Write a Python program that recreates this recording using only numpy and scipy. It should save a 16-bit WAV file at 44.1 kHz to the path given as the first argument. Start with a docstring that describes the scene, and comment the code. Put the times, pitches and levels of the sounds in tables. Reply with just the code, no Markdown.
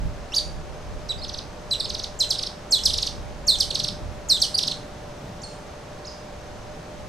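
"""Pied kingfishers chatter on a branch over a river bank: most bursts are a squeal, a yip and a run of ticks.
Every note is a thin whistle with weak overtones, shaped by throat and beak; faint broadband noise rises and
falls with it. An echo comes off the bank and a ringing tail off the reeds; two faint chips come from farther
away. Behind them are the low rush of the valley, swells of rumble, wind on the microphone, a distant hum and a
faint high whine."""
import sys
import numpy as np
from scipy import signal
from scipy.fft import rfft, irfft, next_fast_len
from scipy.io import wavfile
from scipy.ndimage import uniform_filter1d, map_coordinates

SR = 44100
rng = np.random.default_rng(int(sys.argv[2]) if len(sys.argv) > 2 else 0)


def output_pcm(signal):
    """Save a mono or channel-first signal as 16-bit PCM at the path in sys.argv[1].

    Samples are clipped to [-1, 1] before scaling.
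    """
    pcm = np.clip(np.atleast_2d(signal).T, -1, 1) * 32767
    wavfile.write(sys.argv[1], SR, np.round(pcm).astype(np.int16))


N = 312551

# what throat and beak pass: frequency_hz, gain_db
BEAK_GAIN = [(2400, -15), (3000, -13), (3600, -4.5), (4200, -2), (5000, -3.5), (6000, -10.5), (6900, -20),
             (8400, -13.5), (9800, -19), (11200, -18.5), (13000, -22), (16000, -27)]


def amp(db):
    """Decibels to gain."""
    return 10 ** (np.asarray(db) / 20)


def unit(x):
    """Scale to rms 1."""
    return x / np.sqrt(np.mean(x ** 2) + 1e-20)


def along(points, hz):
    """Read (Hz, value) points at hz, straight lines on a log frequency axis."""
    f, v = np.transpose(points)
    return np.interp(np.log(hz + 1), np.log(f + 1), v)


def wobble(rate, size=N):
    """A smooth random curve with rate knots a second."""
    knots = rng.standard_normal(int(size * rate / SR) + 4)
    return map_coordinates(knots, [np.arange(size) * rate / SR])


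def filtered(x, response):
    """Multiply the spectrum of x by a response of frequency."""
    m = next_fast_len(N + SR // 2)
    return irfft(rfft(x, m) * response(np.fft.rfftfreq(m, 1 / SR)), m)[..., :N]


def add(track, s, sound):
    """Mix a stereo sound into the track at time s."""
    part = track[:, round(s * SR):][:, :sound.shape[1]]
    part += sound[:, :part.shape[1]]


def squeals():
    """Loud notes that open each burst and linger near the beak's main resonance."""
    # one squeal a row: plunge_start_s, lead_in_s, crest_hz, plunge_s, shelf_hz, hold_s, shelf_end_hz,
    # ledge_hz, linger_s, crest_effort_db, shelf_effort_db
    squeal_rows = [(0.3612, 0.0405, 6640, 0.0062, 4555, 0.016, 4550, 2960, 0.001, -9.5, -13),
                   (1.086, 0.00086, 6970, 0.0094, 3820, 0.023, 3770, 2500, 0.004, -31, -21),
                   (1.705, 0.0012, 7000, 0.01, 3950, 0.019, 3880, 2830, 0.01, -27, -14.5),
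                   (2.197, 0.0064, 7150, 0.012, 4100, 0.014, 3900, 3080, 0.014, -10, -12),
                   (2.716, 0.007, 7250, 0.011, 4470, 0.019, 3950, 3360, 0.037, -8.5, -9.5),
                   (3.471, 0.0026, 7150, 0.0145, 4500, 0.02, 4030, 3560, 0.044, -11.5, -9),
                   (4.289, 0.0021, 7200, 0.0155, 4490, 0.022, 3940, 3550, 0.039, -10.5, -9.5)]
    track = np.zeros((2, N))
    for row in squeal_rows:
        s, note = squeal(row, overtone_db=-1.0)
        add(track, s, bank(note, wet_db=-7.0, echo_db=-11.0, build=0.0019))
    return track


def squeal(row, overtone_db, lift=1.04, droop=0.85, turn=0.58):
    """Start time and sound of a note that plunges to a bowed shelf, steps down to a soft ledge and droops."""
    s, lead, crest_hz, plunge, shelf_hz, hold, sag_hz, ledge_hz, linger, crest_db, shelf_db = row
    step_s, ledge_db = 0.011, -9.5  # the step from shelf to ledge and the effort lost on it
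    turns = np.cumsum([0, plunge, hold, step_s, turn * linger, (1 - turn) * linger])
    t = np.arange(-lead, turns[-1], 1 / SR)
    rise_hz, rise_db = leap(t, crest_hz, crest_db, climb_db=14.5)
    pitch = np.interp(t, turns, [crest_hz, shelf_hz, sag_hz, ledge_hz, lift * ledge_hz, droop * ledge_hz])

    # a level shelf bows upwards by 171 Hz; sinking takes the bow away
    bow_hz = 171 - 0.414 * (shelf_hz - sag_hz)
    pitch = pitch + bow_hz * np.sin(np.pi * np.clip((t - plunge) / hold, 0, 1))
    pitch = uniform_filter1d(np.where(t < 0, rise_hz, pitch), size=130)  # the muscles round off each turn

    fall_db = np.interp(t, turns[:4], [crest_db, shelf_db, shelf_db, shelf_db + ledge_db])
    effort_db = np.where(t < 0, rise_db, fall_db)
    return s - lead, whistle(pitch, effort_db, overtone_db)


def leap(t, crest_hz, crest_db, climb_db, dome=0.06):
    """Pitch and effort before the plunge at t = 0: both climb, and the pitch arches over a short crest."""
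    rest_hz, leap_s, crest_s = 2500, 0.0095, 0.008
    height = np.exp(np.minimum(t + crest_s, 0) / leap_s)
    arch = 1 + dome * np.sin(np.pi * np.clip(-t / crest_s, 0, 1))
    pitch = rest_hz + (crest_hz - rest_hz) * height * arch
    return pitch, crest_db - climb_db * (1 - height)


def yips(floor_hz=2830, glide_s=0.0106, crest_db=-7, attack_s=0.0035, hold_s=0.008, release_s=0.0061, tail_db=-10.0):
    """Each yip leaps to its crest, then glides down ever more slowly, pushed hard only at first."""
    # yips that answer the squeals: plunge_start_s, lead_in_s, crest_hz, length_after_s, effort_db
    yip_rows = [(1.798, 0.0012, 5750, 0.018, -17), (2.301, 0.01, 7200, 0.031, -10),
                (2.8512, 0.015, 7450, 0.032, -6.5), (3.599, 0.013, 7400, 0.036, -8),
                (4.4135, 0.012, 7400, 0.042, -7)]
    track = np.zeros((2, N))
    for s, lead, crest_hz, length, db in yip_rows:
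        t = np.arange(-lead, length, 1 / SR)
        rise_hz, rise_db = leap(t, crest_hz, crest_db, climb_db=1)
        glide_hz = floor_hz + (crest_hz - floor_hz) * np.exp(-t / glide_s)
        pitch = np.where(t < 0, rise_hz, glide_hz)
        turns = np.cumsum([0, attack_s, hold_s, release_s])
        push_db = np.interp(t, turns, [crest_db, 0, 0, tail_db])
        force_db = np.where(t < 0, rise_db, push_db)
        note = whistle(pitch, db + force_db, overtone_db=0.5)
        add(track, s - lead, bank(note, wet_db=-6.5, echo_db=-11.5, build=0.0017))
    return track


def ticks(crest_width=0.00421, end_hz=2500, onset_db=-3, crest_db=-1, plunge_db=0.6, end_db=-5.5):
    """Each tick hooks over its crest and plunges to end_hz, strongest late in the fall."""
    # chatter ticks: crest_s, crest_hz, fall_s, effort_db
    tick_rows = [(1.2398, 5310, 0.014, -25), (1.286, 6270, 0.017, -24.5), (1.3351, 6270, 0.017, -24.7),
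                 (1.3794, 6250, 0.017, -25), (1.8485, 5310, 0.0145, -21.5), (1.8929, 6630, 0.0172, -20),
                 (1.941, 6270, 0.0165, -19.8), (1.989, 6350, 0.015, -21.5), (2.0328, 6610, 0.016, -19.5),
                 (2.354, 4080, 0.0093, -22.5), (2.3874, 5340, 0.012, -18), (2.4259, 6180, 0.015, -17.7),
                 (2.467, 5520, 0.01, -20.2), (2.9002, 4070, 0.011, -16), (2.9341, 5700, 0.014, -14),
                 (2.974, 7040, 0.018, -14), (3.0193, 6670, 0.018, -14.5), (3.0627, 6680, 0.017, -16),
                 (3.706, 4410, 0.011, -16), (3.7442, 6640, 0.018, -14), (3.7922, 5880, 0.0152, -15.4),
                 (3.8348, 6470, 0.018, -15.5), (3.8803, 5530, 0.012, -17), (4.5793, 5930, 0.017, -10.5),
                 (4.6283, 5630, 0.013, -15.2), (4.6704, 6440, 0.018, -14.5), (4.7141, 4280, 0.011, -18)]
    # soft ticks climb longer to their crest: effort_db, lead_in_s
    hook = [(-22.5, 0.005), (-16.5, 0.001)]
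    track = np.zeros((2, N))
    for s, crest_hz, fall, db in tick_rows:
        lead = np.interp(db, *np.transpose(hook))
        t = np.arange(-lead, fall, 1 / SR)
        drop = np.hypot(t, crest_width) - crest_width  # a rounded top between two nearly straight slopes
        pitch = crest_hz + (end_hz - crest_hz) * drop / drop[-1]
        force_db = np.interp(t, [-lead, 0, 0.76 * fall, fall], [onset_db, crest_db, plunge_db, end_db])
        note = whistle(pitch, db + force_db, overtone_db=-1.0)
        add(track, s - lead, bank(note, wet_db=-7, echo_db=-13.0, build=0.0026))
    return track


def peeps(arch_hz=900, ends_db=-14):
    """Pitch and effort rise and fall together in one small arch."""
    # arched peeps: top_s, top_hz, half_length_s, effort_db
    peep_rows = [(1.193, 4930, 0.02, -37), (1.228, 4360, 0.015, -31), (4.551, 4830, 0.0087, -11)]
    track = np.zeros((2, N))
    for s, top_hz, half, db in peep_rows:
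        bend = np.linspace(-1, 1, round(2 * half * SR)) ** 2
        note = whistle(top_hz - arch_hz * bend, db + ends_db * bend, overtone_db=1.0)
        add(track, s - half, bank(note, wet_db=-11, echo_db=-8, build=0.0025))
    return track


def chips():
    """Faint notes from farther off, squeals in form, with a strong tail from the reeds."""
    # one chip a row: plunge_start_s, lead_in_s, crest_hz, plunge_s, shelf_hz, hold_s, shelf_end_hz,
    # ledge_hz, linger_s, crest_effort_db, shelf_effort_db (efforts before a common lift)
    chip_rows = [(5.431, 0.013, 7100, 0.006, 4380, 0.0075, 4260, 4230, 0.001, -26, -33),
                 (6.068, 0.02, 6580, 0.0064, 4970, 0.0085, 4930, 4500, 0.001, -29.5, -33)]
    # for each chip: overtone_db, reed_tail_db
    chip_tone = [(16.5, -3), (-10, -3)]
    track = np.zeros((2, N))
    for row, (overtone_db, wet_db) in zip(chip_rows, chip_tone):
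        s, note = squeal(row, overtone_db)
        add(track, s, amp(1.5) * bank(note, wet_db, echo_db=-10, build=0.057))
    return filtered(track, lambda hz: amp(along([(9000, 0), (13000, -22)], hz)))  # distance dulls the top


def whistle(pitch, effort_db, overtone_db, third_db=-9, brightening=0.47, firm_db=-14, flutter_db=1.0, edge=0.00024):
    """The syrinx sings a tone with two overtones; each swells as it slides through a beak resonance."""
    # richest in mid range, nearly pure at the top: pitch_hz, relative_overtone_db
    richness = [(2800, -3), (3400, 0), (4200, -4), (5200, -7), (6000, -12.5), (7200, -19)]
    t = np.arange(len(pitch)) / SR
    pitch = pitch * (1 + .005 * wobble(600, size=len(t)))
    phase = 2 * np.pi * np.cumsum(pitch) / SR

    push_db = brightening * (effort_db - firm_db)  # harder blowing gives richer overtones
    second_db = overtone_db + along(richness, pitch) + push_db
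    levels_db = [0, second_db, second_db + third_db + push_db]
    tone = 0
    for k, db in enumerate(levels_db, 1):
        below_nyquist = k * pitch < SR / 2
        tone = tone + amp(db + along(BEAK_GAIN, k * pitch)) * below_nyquist * np.sin(k * phase)

    gate = np.clip(np.minimum(t, t[-1] - t) / edge, 0, 1)  # edge: fade in s at both ends
    loudness = amp(effort_db + flutter_db * wobble(372, size=len(t)))
    return (tone + note_noise(pitch)) * gate * loudness


def note_noise(pitch, noise_db=-32):
    """Faint broadband noise that rises and falls with each note's level, strongest where the tone rings best."""
    # colour of the noise: frequency_hz, relative_level_db
    noise_colour = [(1500, -3), (3000, 0), (6000, 2), (9000, 6), (11000, -7), (14000, -11), (16000, -20)]
    size = len(pitch)
    colour = amp(along(noise_colour, np.fft.rfftfreq(size, 1 / SR)))
    coloured = irfft(rfft(rng.standard_normal(size)) * colour, size)
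    return unit(coloured) * amp(noise_db + along(BEAK_GAIN, pitch) / 2)


def bank(note, wet_db, echo_db, build, echo_delay=0.023, echo_spread=0.017, width=0.39):
    """The direct note, a blurred echo off the bank and a tail scattered by the reeds (times in s)."""
    # ring of the reed bank: frequency_hz, t60_s
    reed_ring = [(2500, 0.41), (4300, 0.3), (8000, 0.49), (14000, 0.33)]
    hz, t, z = signal.stft(rng.standard_normal((2, SR // 2)), SR, nperseg=256)
    decay = amp(-60 * t / along(reed_ring, hz)[:, None])
    tail = signal.istft(z * decay, SR, nperseg=256)[1]
    t = np.arange(tail.shape[1]) / SR
    tail = tail * (1 - np.exp(-t / build))
    echo = rng.standard_normal(tail.shape) * np.exp(-((t - echo_delay) / echo_spread) ** 2)

    tail = amp(wet_db) * tail / np.linalg.norm(tail[0])
    echo = amp(echo_db) * echo / np.linalg.norm(echo[0])
    mid, side = tail + echo
    mid = mid + (t == 0)  # the direct note
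    return signal.fftconvolve(note[None], np.array([mid + width * side, mid - width * side]), axes=1)


def background():
    """The river valley behind the birds: rush, swells, wind, hum and whine."""
    return rush() + swells() + wind() + hum() + whine()


def rush(rush_db=-39.5):
    """Even outdoor rush: steady coloured noise, wider at the top than in the bass."""
    # colour of the rush: frequency_hz, relative_db_per_hz
    rush_colour = [(20, 2), (80, -0.5), (160, -2.5), (260, -7.5), (520, -4.5), (850, -8.5), (1200, -12),
                   (2000, -17.5), (2900, -21), (4500, -22.5), (6300, -25.5), (9500, -35), (14400, -47.5),
                   (15600, -50)]
    # left-right likeness of the rush: frequency_hz, coherence
    likeness = [(60, 1), (150, 1), (380, 0.83), (950, 0.55), (2380, 0.57), (5980, 0.4), (15000, 0.61)]
    return amp(rush_db) * noise(rush_colour, likeness)


def swells(swell_db=-3):
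    """A low rumble that swells and fades, alike on both sides."""
    # swells: peak_s, relative_level_db, fade_s
    swell_rows = [(0.06, -35, 0.061), (0.58, -48, 0.1), (2.58, -45, 0.15), (3.18, -41, 0.3),
                  (3.85, -36, 0.33), (4.65, -40, 0.68), (5.26, -37, 0.19), (6.75, -44, 0.9)]
    # colour of the swells: frequency_hz, relative_db_per_hz
    swell_colour = [(50, -37), (110, -4), (165, -0.5), (220, -9), (320, -12), (1000, -51)]
    gain = amp(swell_db) * surges(swell_rows, calm_db=-51.5, rise_s=0.096)
    return gain * noise(swell_colour, [(160, 1.0)])


def wind(wind_db=-1.0):
    """Gusts on the microphone: deep rumble, almost unrelated left and right, a little stronger on the right."""
    # gusts: peak_s, relative_level_db, fade_s
    gust_rows = [(0.05, -23, 0.08), (0.42, -34, 0.26), (0.57, -31.5, 0.16), (0.92, -29.5, 0.12),
                 (1.17, -36, 0.27), (1.68, -37.5, 0.06), (1.88, -36, 0.29), (2.87, -33.5, 0.31),
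                 (3.2, -35.5, 0.85), (4.07, -33.5, 0.14), (4.4, -36.5, 0.1), (4.85, -45, 0.1),
                 (6.52, -39, 0.14), (7.05, -39, 0.087)]
    # colour of the wind: frequency_hz, relative_db_per_hz
    wind_colour = [(12, -14), (25, -1), (48, 0.5), (80, -3.5), (140, -12), (250, -23), (600, -48),
                   (2000, -100)]
    gain = amp(wind_db + 1.7 * wobble(7.5)) * surges(gust_rows, calm_db=-54.5, rise_s=0.074)
    return gain * noise(wind_colour, [(50, 0.14)]) * amp([[-1.4], [1.4]])


def hum():
    """A distant hum of two slowly wandering tones, a little stronger on the right."""
    # hum tones: frequency_hz, level_db (rms, before the lean to the right)
    hum_lines = [(597, -47), (765, -56)]
    return tones(hum_lines, rate=16, drift_hz=4.2, waver_db=2, skew=0.91) * amp([[-1.5], [1.5]])


def whine():
    """A faint high whine of tones that waver quickly."""
    # whine tones: frequency_hz, level_db (rms)
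    whine_lines = [(5400, -67.5), (5916, -78), (6218, -66), (6374, -81), (10800, -81)]
    return tones(whine_lines, rate=130, drift_hz=24.4, waver_db=-5.0, skew=0.37)


def tones(lines, rate, drift_hz, waver_db, skew):
    """Lasting tones that wander in pitch and level and reach the two sides skew radians apart."""
    total = np.zeros((2, N))
    for hz, db in lines:
        phase = 2 * np.pi * np.cumsum(hz + drift_hz * wobble(rate)) / SR
        tone = amp(waver_db * wobble(rate)) * np.sin([phase, phase + skew])
        total += amp(db) * unit(tone)
    return total


def surges(rows, calm_db, rise_s):
    """Gain of a flow that is calm except for surges, each rising fast and fading at its own pace."""
    t = np.arange(N) / SR
    each = [amp(db) * np.exp(-np.maximum((s - t) / rise_s, (t - s) / fade)) for s, db, fade in rows]
    return np.sqrt(amp(calm_db) ** 2 + np.sum(np.square(each), axis=0))


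def noise(spectrum, alike):
    """Coloured stereo noise of rms 1; the split into mid and side sets the left-right coherence."""
    def mid_side(hz):
        angle = np.arccos(np.clip(along(alike, hz), -1, 1)) / 2
        return amp(along(spectrum, hz)) * [np.cos(angle), np.sin(angle)]

    mid, side = filtered(rng.standard_normal((2, N)), mid_side)
    return unit(np.array([mid + side, mid - side]))


def scene():
    """The birds sit a little to the right, with a lean that varies with frequency, before the background."""
    lean = [(3000, 1.6), (6000, 1.2), (8500, -0.65), (13000, .1)]  # (Hz, dB up on the right and down on the left)
    calls = squeals() + yips() + peeps() + ticks() + chips()
    birds = filtered(calls, lambda hz: amp([-along(lean, hz), along(lean, hz)]))
    return birds + background()


def record(dry, top_hz=15600):
    """The recorder keeps nothing above its band limit."""
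    return filtered(dry, lambda hz: hz < top_hz)


dry = scene()
out = record(dry)
output_pcm(out)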